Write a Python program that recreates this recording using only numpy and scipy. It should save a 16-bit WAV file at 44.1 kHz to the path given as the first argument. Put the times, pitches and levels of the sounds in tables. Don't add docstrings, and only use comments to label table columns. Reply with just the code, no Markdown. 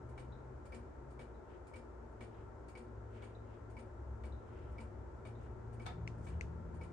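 import sys
import numpy as np
from scipy import signal
from scipy.fft import rfft, irfft, next_fast_len
from scipy.io import wavfile

SR = 44100
rng = np.random.default_rng(int(sys.argv[2]) if len(sys.argv) > 2 else 0)


def transcribe(u):
    v = np.clip(np.atleast_2d(u).T, -1, 1)
    q = np.round(v * 32767).astype(np.int16)
    wavfile.write(sys.argv[1], SR, q)


N = 305172
T = np.arange(N) / SR
SIZE = next_fast_len(N, True)
HZ = np.maximum(np.arange(SIZE // 2 + 1) * SR / SIZE, 1)
SWING_S = 1.0149
BLOW_SPREAD_DB = .8

# (frequency [Hz], likeness [0 to 1])
EAR_LIKENESS = [(50, 1), (100, 0.95), (250, 0.5), (500, 0.48), (1000, 0.25), (2000, 0.12), (5000, 0.079),
                (12000, 0.17)]


def clock():
    # (first landing [s], snap [dB], ring [dB], slide lead [s], shiver delay [s], shiver [dB])
    tock_catch = (0.1765, -62, -59.8, .089, .016, -65.5)
    tick_catch = (0.7214, -59.7, -55.2, .069, .020, -61.5)
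    # (time [s], level [dB])
    tock_rubbing = [(1.2, -72), (2.2, -86), (5.2, -84), (6.3, -76)]
    tick_rubbing = [(.7, -67), (1.75, -68), (2.75, -64), (3.75, -72), (4.8, -78), (5.8, -70.5)]
    tocks, tock_rings, tock_slides, tock_shivers = beat_parts(tock_catch, tock_rubbing)
    ticks, tick_rings, tick_slides, tick_shivers = beat_parts(tick_catch, tick_rubbing)
    teeth = gear_teeth(tocks, ticks, tock_slides + tick_slides, tock_shivers + tick_shivers)
    landings = tock_rings + tick_rings
    return teeth + anchor(landings) + wooden_case(landings)


def beat_parts(catch, rubbing):
    # (time [s], level [dB])
    gear_push = [(0, -.4), (1.7, 0), (2.8, .4), (3.6, -2.4), (4.8, -1), (6.92, -2.8)]
    first, snap_db, ring_db, lead, delay, shiver_db = catch
    times = np.arange(first, N / SR, SWING_S)
    push_db = np.interp(times, *np.transpose(gear_push)) + BLOW_SPREAD_DB * rng.standard_normal(len(times))
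    snaps = zip(times, snap_db + push_db)
    rings = zip(times, ring_db + .6 * push_db)
    slides = zip(np.maximum(times - lead, 0), np.interp(times, *np.transpose(rubbing)))
    shivers = zip(times + delay, shiver_db + 1.15 * push_db)
    return list(snaps), list(rings), list(slides), list(shivers)


def gear_teeth(tock_rows, tick_rows, slide_rows, shiver_rows):
    # (pitch [Hz], width [Hz], level [dB])
    brass = [(2340, 56, 12), (2730, 11, 3), (2915, 49, 4), (3200, 28, -5.5), (4560, 70, 3), (5250, 31, 9),
             (6630, 42, 9), (7340, 100, -1), (8570, 59, 9), (8890, 89, 15), (9580, 70, 10), (11400, 170, 8),
             (15300, 110, 18.5)]
    # (frequency [Hz], level [dB])
    tock_tone = [(200, -4), (500, 31), (1200, 20), (1800, 18), (2300, 9), (3500, 9.5), (5000, -0.5),
                 (6200, -3), (8500, -1.5), (10500, -21), (12500, -17), (16000, -36)]
    tick_tone = [(200, 2), (500, 20), (1000, 24), (1600, 8), (2100, 11), (3200, -1.5), (5000, 2),
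                 (6200, -6), (8500, -8), (10500, -16), (12500, -20), (16000, -32)]
    shiver_tone = [(300, -9), (900, 9.5), (2000, 10), (3200, 3.5), (4600, 1.5), (6000, -6), (7300, 1.5),
                   (9200, -3.5), (10500, -20), (12500, -24), (16000, -36)]
    slide_tone = [(500, -7), (2000, 3), (3500, -5.5), (4600, -3.5), (6000, -8), (7300, -1), (9200, -6.5),
                  (10500, -19), (12500, -26), (16000, -26)]
    tocks = contacts(tock_rows, body(tock_tone, brass), rise_s=.0005, t60=.044, room_db=-2, room_t60=.27)
    ticks = contacts(tick_rows, body(tick_tone, brass), rise_s=.00033, t60=.086, room_db=-4, room_t60=.43)
    shivers = contacts(shiver_rows, body(shiver_tone, brass),
                       rise_s=.0024, t60=.18, room_db=-22, room_t60=.49)
    slides = contacts(slide_rows, body(slide_tone, brass), rise_s=.0072, t60=.04, room_db=1, room_t60=.2)
    snaps = from_db(9.5) * tocks * pan(2.8) + from_db(3) * ticks * pan(1.2)
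    return snaps + (from_db(2.5) * shivers + from_db(-.6) * slides) * pan(-2.5)


def anchor(landings):
    # (pitch [Hz], level [dB], ring time [s])
    notes = [(1890, -14, 0.086), (2244, 2, 0.052), (2283, 3.7, 0.088), (2520, -14, .16), (2790, -27, 0.078),
             (5380, -22.5, 0.045)]
    direct = sum(from_db(db) * ring(s, notes, rise_s=.0016, detune=.003, phase_spread=.25)
                 for s, db in landings)
    echo_tone = resonances([(2220, 410, .5), (2900, 220, -6.5)]) ** 2
    echoes = contacts(landings, echo_tone, rise_s=.0041, t60=.069, room_db=-9.5, room_t60=.22)
    return direct * pan(.3) + from_db(-3) * echoes


def wooden_case(landings):
    # (pitch [Hz], level [dB], ring time [s])
    notes = [(230.2, -3, 0.72), (240.2, -4.5, 0.44), (361, -5, .3), (457, -5.5, 0.31), (505, 0.5, 0.3)]
    booms = sum(from_db(db) * ring(s, notes, rise_s=.02, detune=.015, phase_spread=1.18)
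                for s, db in landings)
    return from_db(4.5) * booms * pan(5)


def knock():
    # (time [s], level [dB])
    blows = [(5.858, -52), (5.8632, -42)]
    # (frequency [Hz], level [dB])
    tone = [(150, 3), (700, 2), (1700, 0.5), (3000, -5), (4500, -6), (6000, -13), (8700, -13), (11000, -26),
            (16000, -42)]
    # (pitch [Hz], width [Hz], level [dB])
    notes = [(722.4, 21, 15.5), (870, 100, 7), (1280, 25, 14), (1710, 40, 5), (2220, 28, 8), (3555, 37, 11),
             (3600, 49, 0), (3870, 42, 0), (4800, 35, -4), (6550, 200, -3)]
    bright = body(tone, notes)
    dull = bright / (1 + (HZ / 5500) ** 4)
    crack = contacts(blows, bright, rise_s=.00067, t60=.044, room_db=-9, room_t60=.24)
    tail = contacts(blows, dull, rise_s=.0052, t60=.21, room_db=-9, room_t60=.43)
    return (from_db(2) * crack + from_db(-4.5) * tail) * pan(1.5)


def hand_clicks():
    # (time [s], level [dB], delay at the right ear [s])
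    clicks = [(6.076, -50, .00042), (6.4099, -47, .00085)]
    # (pitch [Hz], level [dB], ring time [s])
    notes = [(2050, 4.5, 0.0075), (2610, -3.5, 0.0083), (4540, -13, 0.0072), (5980, -11, 0.0075),
             (8000, -9, 0.0041)]
    # (frequency [Hz], level [dB])
    echo_tone = [(500, -14), (2300, 0), (4000, -10), (6400, -8), (9000, -16), (11000, -32), (16000, -50)]
    snaps = np.zeros((2, N))
    for s, db, lag in clicks:
        ears = [ring(s + late, notes, rise_s=.00063, detune=.042, phase_spread=.26, uneven_db=0)
                for late in (0, lag)]
        snaps += from_db(db + 17) * np.array(ears)
    band = signal.butter(2, [1300, 9000], "band", fs=SR, output="sos")
    echo = contacts([row[:2] for row in clicks], from_db(at_hz(echo_tone)),
                    rise_s=.001, t60=.085, room_db=-7, room_t60=.29)
    return signal.sosfilt(band, snaps) * pan(4.6) + from_db(-10.5) * echo


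def faint_ticks():
    # (time [s], level [dB])
    steps = [(0.3204, -66.5), (1.3418, -78.5), (2.3414, -81), (3.349, -70.5), (4.3212, -68.5),
             (5.3505, -74)]
    # (pitch [Hz], width [Hz], level [dB])
    notes = [(3680, 220, -3), (3900, 220, 0)]
    ticks = contacts(steps, resonances(notes) ** 2, rise_s=.00079, t60=.045, room_db=-8, room_t60=.35)
    return from_db(1.5) * ticks * pan(1.5)


def rustle():
    # (time [s], level [dB], length [s])
    sleeve_strokes = [(1.53, -70.3, 0.1), (2.38, -74, .14), (3.17, -67, .1), (3.28, -71, 0.12),
                      (3.53, -71, .13), (4.6, -71.3, .3), (5.44, -74, .13), (6.31, -71.5, .14)]
    finger_strokes = [(3.16, -80.5, 0.1), (5.43, -80.5, 0.087), (6.275, -70.5, 0.11)]
    # (frequency [Hz], level [dB])
    sleeve_tone = [(300, -0.5), (1000, 6.5), (1800, 3.5), (3000, .5), (4200, -12.5), (6500, -19.5),
                   (9000, -20.5), (11000, -40), (16000, -62)]
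    finger_tone = [(1500, -4), (4000, -7), (6000, 2), (8500, 3), (10000, -11.5), (12500, -15), (16000, -38)]
    sleeve = friction(sleeve_strokes, sleeve_tone, grain_db=1.5)
    fingers = friction(finger_strokes, finger_tone, grain_db=3)
    return from_db(.5) * sleeve + from_db(-4.5) * fingers


def traffic_rumble(traffic_db):
    # (frequency [Hz], level [dB])
    tone = [(18, -60), (30, -38), (38, -19), (47, -11), (58, -3), (74, 7), (88, -1.5), (120, -4.5),
            (150, -13), (220, -21.5), (400, -57), (1000, -100)]
    rumble = through(stereo_noise(at_hz(EAR_LIKENESS)), body(tone, [(232.2, 19, 16)]))
    return from_db(traffic_db + 2.5) * rumble * pan(.7)


def far_engines():
    # (start [s], end [s], first pitch [Hz], last pitch [Hz], level [dB])
    engines = [(-.15, .64, 119, 127, -55.5), (.95, 1.32, 132, 135, -59), (2.1, 2.65, 111, 104, -59),
               (2.8, 4.95, 107, 108, -56), (3.95, 4.46, 67, 68, -44.5), (4.6, 5.1, 62, 60, -50),
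               (4.68, 5.1, 102, 96, -52), (5.1, 6.6, 113, 117, -51.3), (5.85, 7.1, 169, 163, -56),
               (6.1, 7.1, 83, 80, -49.5)]
    out, fade_s = np.zeros(N), .13
    for start, end, start_hz, end_hz, db in engines:
        swell = np.clip(np.minimum(T - start, end - T) / fade_s, 0, 1)
        pitch = np.interp(T, [start, end], [start_hz, end_hz])
        out += from_db(db) * swell * drone(pitch, waver=.24, width_hz=6)
    return out * pan(2.2)


def room_air(traffic_db):
    # (frequency [Hz], level [dB])
    tone = [(100, 3), (190, -8), (400, 0.5), (650, -5.5), (1000, -10.5), (1500, -13.5), (2100, -23.5),
            (2800, -33.5), (4200, -38.5), (7200, -37), (9000, -44.5), (12000, -56), (13500, -71),
            (16000, -80)]
    # (pitch [Hz], width [Hz], level [dB])
    notes = [(235, 10.7, 3.5), (294.7, 15, -0.5), (360.3, 23.8, 4.5), (464, 26, -8.5), (607, 27, -6.5),
             (903, 52, 3.5), (1031, 21, -2), (1341, 37, 4)]
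    rush = through(stereo_noise(at_hz(EAR_LIKENESS)), body(tone, notes))
    return from_db(-54.3 + .1 * (traffic_db - traffic_db.mean())) * rush * pan(3.4)


def building_hum():
    # (pitch [Hz], level [dB])
    hums = [(38.5, -72), (59, -56.5)]
    return sum(from_db(db) * drone(np.full(N, hz), waver=.22, width_hz=4) for hz, db in hums) * pan(.7)


def background():
    # (time [s], level [dB])
    traffic = [(0, -59.5), (.7, -57.5), (1.1, -62.5), (2.5, -60.5), (3.4, -63.5), (4.6, -55.5),
               (5.4, -55.5), (6.4, -50.2), (6.92, -51.5)]
    traffic_db = np.interp(T, *np.transpose(traffic))
    return traffic_rumble(traffic_db) + room_air(traffic_db) + building_hum() + far_engines()


def from_db(db):
    return 10 ** (np.asarray(db) / 20)


def pan(left_db):
    return from_db(np.array([[left_db], [-left_db]]) / 2)


def at_hz(points):
    hz, value = np.transpose(points)
    return np.interp(np.log(HZ), np.log(hz), value)


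def resonances(notes):
    return sum(from_db(db) / (1 + 1j * (HZ ** 2 - hz ** 2) / (HZ * width)) for hz, width, db in notes)


def body(tone, notes):
    return from_db(at_hz(tone)) * (1 + resonances(notes))


def through(x, curve):
    return irfft(rfft(x, SIZE) * curve / np.sqrt(np.mean(np.abs(curve) ** 2)), SIZE)[..., :N]


def stereo_noise(alike):
    mid, side = rfft(rng.standard_normal((2, SIZE)))
    return irfft(np.sqrt((1 + alike) / 2) * mid + np.sqrt((1 - alike) / 2) * side * [[1], [-1]], SIZE)[:, :N]


def fade(age, rise_s, t60):
    return (1 - np.exp(-age / rise_s)) * from_db(-60 * age / t60)


def contacts(rows, curve, rise_s, t60, room_db, room_t60):
    age, power = T[:SR // 2], np.zeros(N + SR)
    shape = fade(age, rise_s, t60) ** 2 + (from_db(room_db) * fade(age, .0027, room_t60)) ** 2
    for s, db in rows:
        start = int(s * SR)
        power[start:start + len(age)] += from_db(db) ** 2 * shape
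    return through(np.sqrt(power[:N]) * stereo_noise(.099), curve)


def ring(s, notes, rise_s, detune, phase_spread, uneven_db=BLOW_SPREAD_DB):
    age, out, start = T[:SR // 2], np.zeros(N + SR), int(s * SR)
    for k, (hz, db, t60) in enumerate(notes):
        pitch, strength, phase = rng.standard_normal(3)
        wave = np.sin(2 * np.pi * hz * (1 + detune * pitch) * age + phase_spread * phase)
        gain = (-1) ** k * from_db(db + uneven_db * strength)
        out[start:start + len(age)] += gain * fade(age, rise_s, t60) * wave
    return out[:N]


def friction(rows, tone, grain_db):
    strokes = sum(from_db(db) * np.exp(-(2 * (T - s) / length) ** 2) for s, db, length in rows)
    grain = from_db(grain_db * through(rng.standard_normal(N), 1 / (1 + (HZ / 60) ** 2)))
    return strokes * grain * through(stereo_noise(.23), from_db(at_hz(tone)))


def drone(hz, waver, width_hz):
    slow = through(rng.standard_normal(N), np.exp(-(HZ / width_hz) ** 2))
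    wave = (1 + waver * slow) * np.sin(2 * np.pi * np.cumsum(hz) / SR)
    return wave / np.sqrt(np.mean(wave ** 2))


def scene():
    return clock() + faint_ticks() + knock() + hand_clicks() + rustle() + background()


def record(dry):
    low_hz, high_hz = 30, 15700
    thinned = signal.sosfilt(signal.butter(6, low_hz, "high", fs=SR, output="sos"), dry)
    return signal.sosfilt(signal.ellip(10, .1, 80, high_hz, fs=SR, output="sos"), thinned)


dry = scene()
out = record(dry)
transcribe(out)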